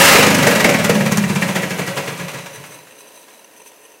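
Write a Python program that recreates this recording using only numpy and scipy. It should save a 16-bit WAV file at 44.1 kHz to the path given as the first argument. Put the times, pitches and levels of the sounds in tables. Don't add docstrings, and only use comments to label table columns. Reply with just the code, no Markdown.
import sys
import numpy as np
from scipy import signal
from scipy.fft import rfft, irfft
from scipy.io import wavfile
from scipy.ndimage import uniform_filter1d

SR = 44100
rng = np.random.default_rng(int(sys.argv[2]) if len(sys.argv) > 2 else 0)


def master(y):
    cut = np.clip(np.atleast_2d(y).T, -1, 1)
    pcm = np.round(cut * 32767)
    wavfile.write(sys.argv[1], SR, pcm.astype(np.int16))


N = 176400


def undb(db):
    return 10 ** (np.asarray(db) / 20)


def unit(x):
    return x / np.sqrt(np.mean(x ** 2))


def curve(table, t, column=1):
    table = np.array(table)
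    return np.interp(t, table[:, 0], table[:, column])


def noise(colour):
    hz, db = np.array(colour).T
    f = np.arange(N // 2 + 1) * SR / N + 1
    gain = undb(np.interp(np.log(f), np.log(hz), db)) * np.minimum(f / hz[0], 1) ** 3
    return unit(irfft(rfft(rng.standard_normal(N)) * gain, N))


def band(x, hz, width):
    return signal.lfilter(*signal.iirpeak(hz, hz / width, fs=SR), x)


def cut(x, hz, kind, order=2):
    return signal.sosfilt(signal.butter(order, hz, kind, fs=SR, output="sos"), x)


def ringing(modes):
    return unit(sum(undb(db) * unit(band(band(rng.standard_normal(N), hz, width), hz, width))
                    for hz, width, db in modes))


def walk(rate):
    step = int(SR / rate)
    held = np.repeat(rng.standard_normal(N // step + 1), step)
    return unit(uniform_filter1d(held, step)[:N])


def tone(hz):
    return np.sqrt(2) * np.sin(2 * np.pi * np.cumsum(hz) / SR)


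def burst(age, attack, decay):
    return np.clip(age / attack, 0, 1) * np.exp(-np.maximum(age - attack, 0) / decay)


def hits(t, cues, sound):
    return unit(sound) * sum(undb(db) * burst(t - start, .0028, decay) for start, db, decay in cues)


def garage(send, t60_s=.9):
    age = np.arange(SR) / SR
    wash = cut(rng.standard_normal(SR), 8800, "low", order=1)
    tail = wash * burst(age - .004, .0009, t60_s / np.log(1000))
    return signal.fftconvolve(send, tail / np.sqrt(np.sum(tail ** 2)))[:N]


# (frequency [Hz], width [Hz], level [dB])
METAL_MODES = [(435.3, 15, -4), (522, 30, -9), (966, 96, -1.5), (1856, 59, -6.5), (2650, 590, 0.5),
               (6097, 135, -1), (8410, 390, -2.5), (9980, 500, -8), (10990, 480, -6.5)]
# (frequency [Hz], level [dB])
SCRAPE_COLOUR = [(53, -62), (90, -25), (270, -5.5), (301, -5), (398, -7.5), (424, 1), (483, -6), (550, 0.5),
                 (846, -11.5), (963, -5), (1120, -14), (1550, -12), (5630, -19.5), (6270, -16),
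                 (6840, -20.5), (11200, -17), (15500, -22.5)]
# (time [s], level [dB])
SPIN_LEVEL = [(0, -31), (1.6, -39), (2.3, -42.5), (2.7, -45.5), (2.92, -49), (3.15, -48.5), (3.45, -50),
              (3.7, -50), (4, -52)]
# (time [s], level [dB], width [s])
RUBS = [(2.55, -40.5, .018), (2.665, -43, 0.013), (2.735, -43.5, 0.018), (3.005, -45, 0.016),
        (3.09, -53, 0.014), (3.16, -46, 0.018), (3.22, -50, .018), (3.58, -47, 0.011), (3.675, -42, 0.014),
        (3.895, -55, .01)]


def spinning_metal(t, contacts_per_s=110):
    contacts = (rng.random(N) < contacts_per_s / SR) * undb(2.5 * rng.standard_normal(N))
    taps = signal.lfilter([1], [1, -np.exp(-1 / (.005 * SR))], contacts)
    rattle = unit(.6 + unit(taps))
    fading = ringing([(3950, 91, 0)]) * undb(-10 - 35 * np.maximum(t - 3.3, 0))
    bed = (ringing(METAL_MODES) + fading) * rattle + undb(3) * noise(SCRAPE_COLOUR)
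    bright = unit(cut(ringing(METAL_MODES) + .97 * noise(SCRAPE_COLOUR), 3880, "high"))
    rubs = sum(undb(db) * np.exp(-.5 * ((t - at) / width) ** 2) for at, db, width in RUBS)
    return bed * undb(curve(SPIN_LEVEL, t) + .5 * walk(14)) + bright * rubs


# (time [s], speed [cycles/s])
SPEED = [(0, 26.83), (.4, 24.67), (.75, 20.02), (1.05, 17.89), (1.4, 15.63), (1.7, 12.7), (2.1, 8.87),
         (2.4, 5.4), (2.75, 0)]
BASE_SPEED = 19.4


def crank(t, phase=0):
    cycles = np.cumsum(curve(SPEED, t)) / SR
    return np.interp(np.arange(phase, cycles[-1], 1), cycles, t)


def stretch(start, power=.973):
    return (BASE_SPEED / curve(SPEED, start)) ** power


# (time [s], pitch [Hz], level [dB])
PIPE_NOTE = [(0, 565.3, -32), (.35, 578, -21), (.4, 574, -24), (.47, 575, -20), (.62, 570, -27),
             (.71, 574.6, -16), (.77, 560, -28.5), (.9, 554.7, -26), (1.05, 560, -27), (1.35, 565, -44),
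             (1.45, 572, -32), (1.58, 565, -38), (1.66, 555, -28), (1.79, 555, -58), (1.91, 553, -33.5),
             (2.03, 553, -29.5), (2.17, 552, -55), (2.25, 551, -34.5), (2.39, 545, -45), (2.46, 548, -44),
             (2.8, 550, -65), (3.3, 550, -81)]


def pipe(t):
    wander_hz = 32 * np.sqrt(curve(SPEED, t) / BASE_SPEED) * walk(300)
    level_db = curve(PIPE_NOTE, t, column=2) + 2.5 * walk(70)
    return tone(curve(PIPE_NOTE, t) + wander_hz) * undb(level_db)


# (time [s], thump level [dB], chuff level [dB])
EFFORT = [(0, -37, -22), (.15, -14, -11.5), (.33, -11.5, -16.5), (.55, -16.5, -15.5), (.8, -16, -18),
          (1.0, -14.5, -23), (1.32, -15, -22), (1.45, -23, -20.5), (1.75, -24.5, -22.5),
          (2.02, -28.5, -24.5), (2.3, -33, -27), (2.55, -46.5, -38), (2.8, -52, -50), (3.3, -76, -70)]
# (frequency [Hz], level [dB])
GAS_COLOUR = [(180, -5.5), (300, -6.5), (417, -2.5), (500, -1.5), (553, -5.5), (756, -6.5), (937, -6),
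              (1750, -8.5), (1910, -18), (2070, -7), (2320, -7), (3450, -14.5), (5300, -19), (6460, -17.5),
              (15500, -29)]
# (frequency [Hz], width [Hz], level [dB])
GAS_MODES = [(947, 56, 1.5), (1555, 160, -8), (1927, 87, 5), (2344, 105, -2.5), (2780, 240, -2.5)]


def gas_and_valve(t, leak=.17, lead_s=.0058):
    chuffs = np.zeros(N)
    for start in crank(t):
        slow = stretch(start, power=.43)
        accent = undb(2.5 * rng.standard_normal())
        chuffs += accent * burst(t - start + lead_s, .009 * slow, .018 * slow)
    rush = noise(GAS_COLOUR) + undb(-10) * ringing(GAS_MODES)
    ticks = sum(burst(t - start, .00087, .0041) for start in crank(t, phase=.88))
    valve = undb(-6.5) * ticks * unit(cut(noise(GAS_COLOUR), 6900, "high"))
    return (rush * (chuffs + leak) + valve) * undb(curve(EFFORT, t, column=2))


# (frequency [Hz], width [Hz], level [dB])
CASING_MODES = [(970, 48, -34), (1220, 98, -23), (1667, 35, 6.5), (1922, 68, 6), (2100, 130, 9),
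                (2363, 52, -4.5), (2730, 110, -7), (3260, 144, 1), (4400, 192, -21), (5770, 170, 4.5),
                (7060, 470, 3)]


def casing_knocks(t, per_stroke=4):
    out = np.zeros(N + SR)
    age = np.arange(SR // 10) / SR
    hz, width, db = np.array(CASING_MODES).T[:, :, None]
    rings = undb(db) * np.exp(-np.pi * width * age) * np.sin(2 * np.pi * hz * age)
    for start in np.repeat(crank(t), per_stroke):
        lag = .013 * stretch(start, power=.5) * rng.random()
        at = int((start + lag) * SR)
        size = undb(curve(EFFORT, start, column=2) - 14.5 + 1.5 * rng.standard_normal())
        out[at:at + len(age)] += size * (rng.standard_normal(len(CASING_MODES)) @ rings)
    return cut(out[:N] + 1e-18, 500, "high")


# (time [s], level [dB], decay [s])
CLACKS = [(2.195, -39, .012), (2.281, -26, 0.02), (2.383, -29.5, 0.012), (2.458, -28, 0.017),
          (2.636, -33.5, 0.018), (2.717, -41, 0.026), (2.869, -42, 0.017), (3.28, -44.5, 0.022)]


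def clacks(t):
    clatter = cut(noise(GAS_COLOUR), 500, "high")
    return hits(t, CLACKS, clatter + undb(-10.5) * ringing(CASING_MODES))


# (time [s], level [dB], decay [s])
SPITS = [(0.346, -12, .006), (.428, -19, 0.0086), (.468, -14, .014), (0.604, -14.5, .005),
         (0.844, -15.5, .007), (1.12, -17, 0.0069), (1.171, -13.5, .008), (1.558, -26, .007),
         (1.627, -27, 0.0072), (1.705, -24, .008), (1.873, -32, .007)]
# (frequency [Hz], level [dB])
SPIT_COLOUR = [(900, 0), (2000, 4), (3500, -10), (6200, 3), (9000, -6), (15500, -10.5)]


def spits(t, crackle_db=3.5):
    return hits(t, SPITS, noise(SPIT_COLOUR) * undb(crackle_db * walk(810)))


# (time [s], level [dB], added decay [s])
CLANKS = [(.472, -11.5, 0.0051), (.645, -5, 0.0047), (0.748, -13.5, 0.0059), (0.898, -18, .005),
          (1.009, -19, 0.0045), (1.064, -21, .006), (1.237, -18, 0.0047), (1.421, -15, .008),
          (1.561, -25, 0.0063), (1.631, -22, .009)]
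# (frequency [Hz], width [Hz], level [dB])
CLANK_MODES = [(1666, 110, -9.5), (1884, 87, 0), (2030, 190, -2), (2190, 110, -11), (2316, 140, -2),
               (2680, 140, -4.5)]


def clanks(t, detune=.022):
    out = np.zeros(N)
    for start, db, decay in CLANKS:
        span = (t > start) & (t < start + .15)
        age = t[span] - start
        for hz, width, mode_db in CLANK_MODES:
            pitch = hz * (1 + detune * rng.standard_normal())
            phase = 2 * np.pi * (pitch * age + rng.random())
            envelope = burst(age, .002, decay + 1 / (np.pi * width))
            out[span] += undb(db + mode_db) * envelope * np.sin(phase)
    return cut(out, 700, "high")


# (time [s], level [dB], decay [s])
BACKFIRES = [(0.467, -6, 0.014), (0.642, -5, 0.018), (0.69, -9, 0.015), (.894, -5.5, 0.011)]
# (frequency [Hz], level [dB])
BANG_COLOUR = [(60, -43), (200, 0.5), (480, 5), (750, 0), (1200, -8), (2100, -4.5), (3200, -13.5),
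               (7000, -16.5), (15000, -28)]


def backfires(t):
    return hits(t, BACKFIRES, noise(BANG_COLOUR))


# (time [s], pitch [Hz], level [dB])
BOOM_NOTE = [(0.1, 191, -34), (0.3, 190, -19), (0.75, 200, -25), (1.05, 210, -20), (1.33, 197, -20),
             (1.55, 186, -23.5), (1.72, 182, -32), (1.9, 183.2, -26), (2.1, 180.3, -33.5), (2.35, 180, -36),
             (2.7, 178.8, -55)]


def exhaust_boom(t):
    out = np.zeros(N)
    for start in crank(t):
        slow = stretch(start)
        span = (t > start) & (t < start + .5)
        envelope = burst(t[span] - start, .012 * slow, .028 * slow)
        out[span] += tone(curve(BOOM_NOTE, t[span])) * envelope
    return out * undb(curve(BOOM_NOTE, t, column=2))


# (frequency [Hz], width [Hz], level [dB])
THUMP_MODES = [(121, 17.3, 4.5), (147.5, 2.6, 3), (190.6, 18.5, -6.5), (276, 21, 6.5)]
# (delay [s], gain [linear])
ECHOES = [(0, 0.44), (0.028, 0.66), (0.047, 0.071)]


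def thumps(t, lead_s=.0024):
    air = np.full(N, 1e-18)
    for start in crank(t):
        slow = stretch(start)
        span = (t > start - lead_s) & (t < start + .5)
        age = t[span] - start + lead_s
        glide = 166 + (27.4 - 166) * np.exp(-age / (.0066 * slow))
        hz = glide + 2.77 * curve(SPEED, start)
        phase = 2 * np.pi * np.cumsum(hz) / SR
        size = 2 * undb(curve(EFFORT, start) + rng.standard_normal())
        envelope = burst(age, .01 * slow, .0073 * slow)
        air[span] += size * envelope * (np.sin(phase) + undb(-15.5) * np.sin(2 * phase))
    early = sum(gain * np.interp(t - lag, t, air, left=0) for lag, gain in ECHOES)
    body = sum(undb(db) * band(air, hz, width) for hz, width, db in THUMP_MODES)
    return cut(early + body, 73.5, "high", order=4)


# (time [s], level [dB])
ROAR_LEVEL = [(0, -6.5), (.08, -8), (.16, -11.5), (.24, -21.5), (.34, -31.5), (.5, -21), (.75, -48),
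              (1.0, -61), (1.4, -57), (2.7, -60), (3.0, -90)]
# (frequency [Hz], level [dB])
ROAR_COLOUR = [(35, -50), (60, -28), (192, -5), (464, -14), (546, -3.5), (613, -12.5), (931, -6),
               (1020, -12), (1290, -6), (1380, -15), (1670, -8), (2710, -13), (3190, -14), (7720, -18),
               (15500, -24.5)]
# (frequency [Hz], width [Hz], level [dB])
ROAR_MODES = [(558, 48, 7), (926, 41, 2), (1234, 160, 2.5), (1664, 11, 0), (2120, 150, 4), (2330, 23, -21),
              (2750, 210, 8.5)]


def roar(t, throb_db=2):
    cycles = np.cumsum(curve(SPEED, t)) / SR
    throb = np.cos(2 * np.pi * (cycles - .45))
    sweep = 890 + 2000 * (cycles % 1)
    squeal_hz = sweep * (1 + .12 * walk(250))
    squeal = np.sin(2 * np.pi * np.cumsum(squeal_hz) / SR) * (1 + throb)
    blast = noise(ROAR_COLOUR) + undb(-6) * ringing(ROAR_MODES) + undb(-9) * squeal
    return blast * undb(curve(ROAR_LEVEL, t) + throb_db * throb)


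def scene():
    t = np.arange(N) / SR
    low = thumps(t)
    sharp = gas_and_valve(t) + casing_knocks(t) + clacks(t) + backfires(t) + roar(t)
    close = clanks(t) + spits(t)
    room = garage(undb(-7) * low + undb(-7.5) * sharp + undb(-14) * close)
    return (room + spinning_metal(t) + pipe(t) + exhaust_boom(t) + close + sharp + low)[None]


def record(dry, ceiling=.73, knee=6.8):
    squashed = dry / (1 + np.abs(dry / ceiling) ** knee) ** (1 / knee)
    return signal.sosfilt(signal.ellip(10, .2, 80, 15750, fs=SR, output="sos"), squashed)


dry = scene()
out = record(dry)
master(out)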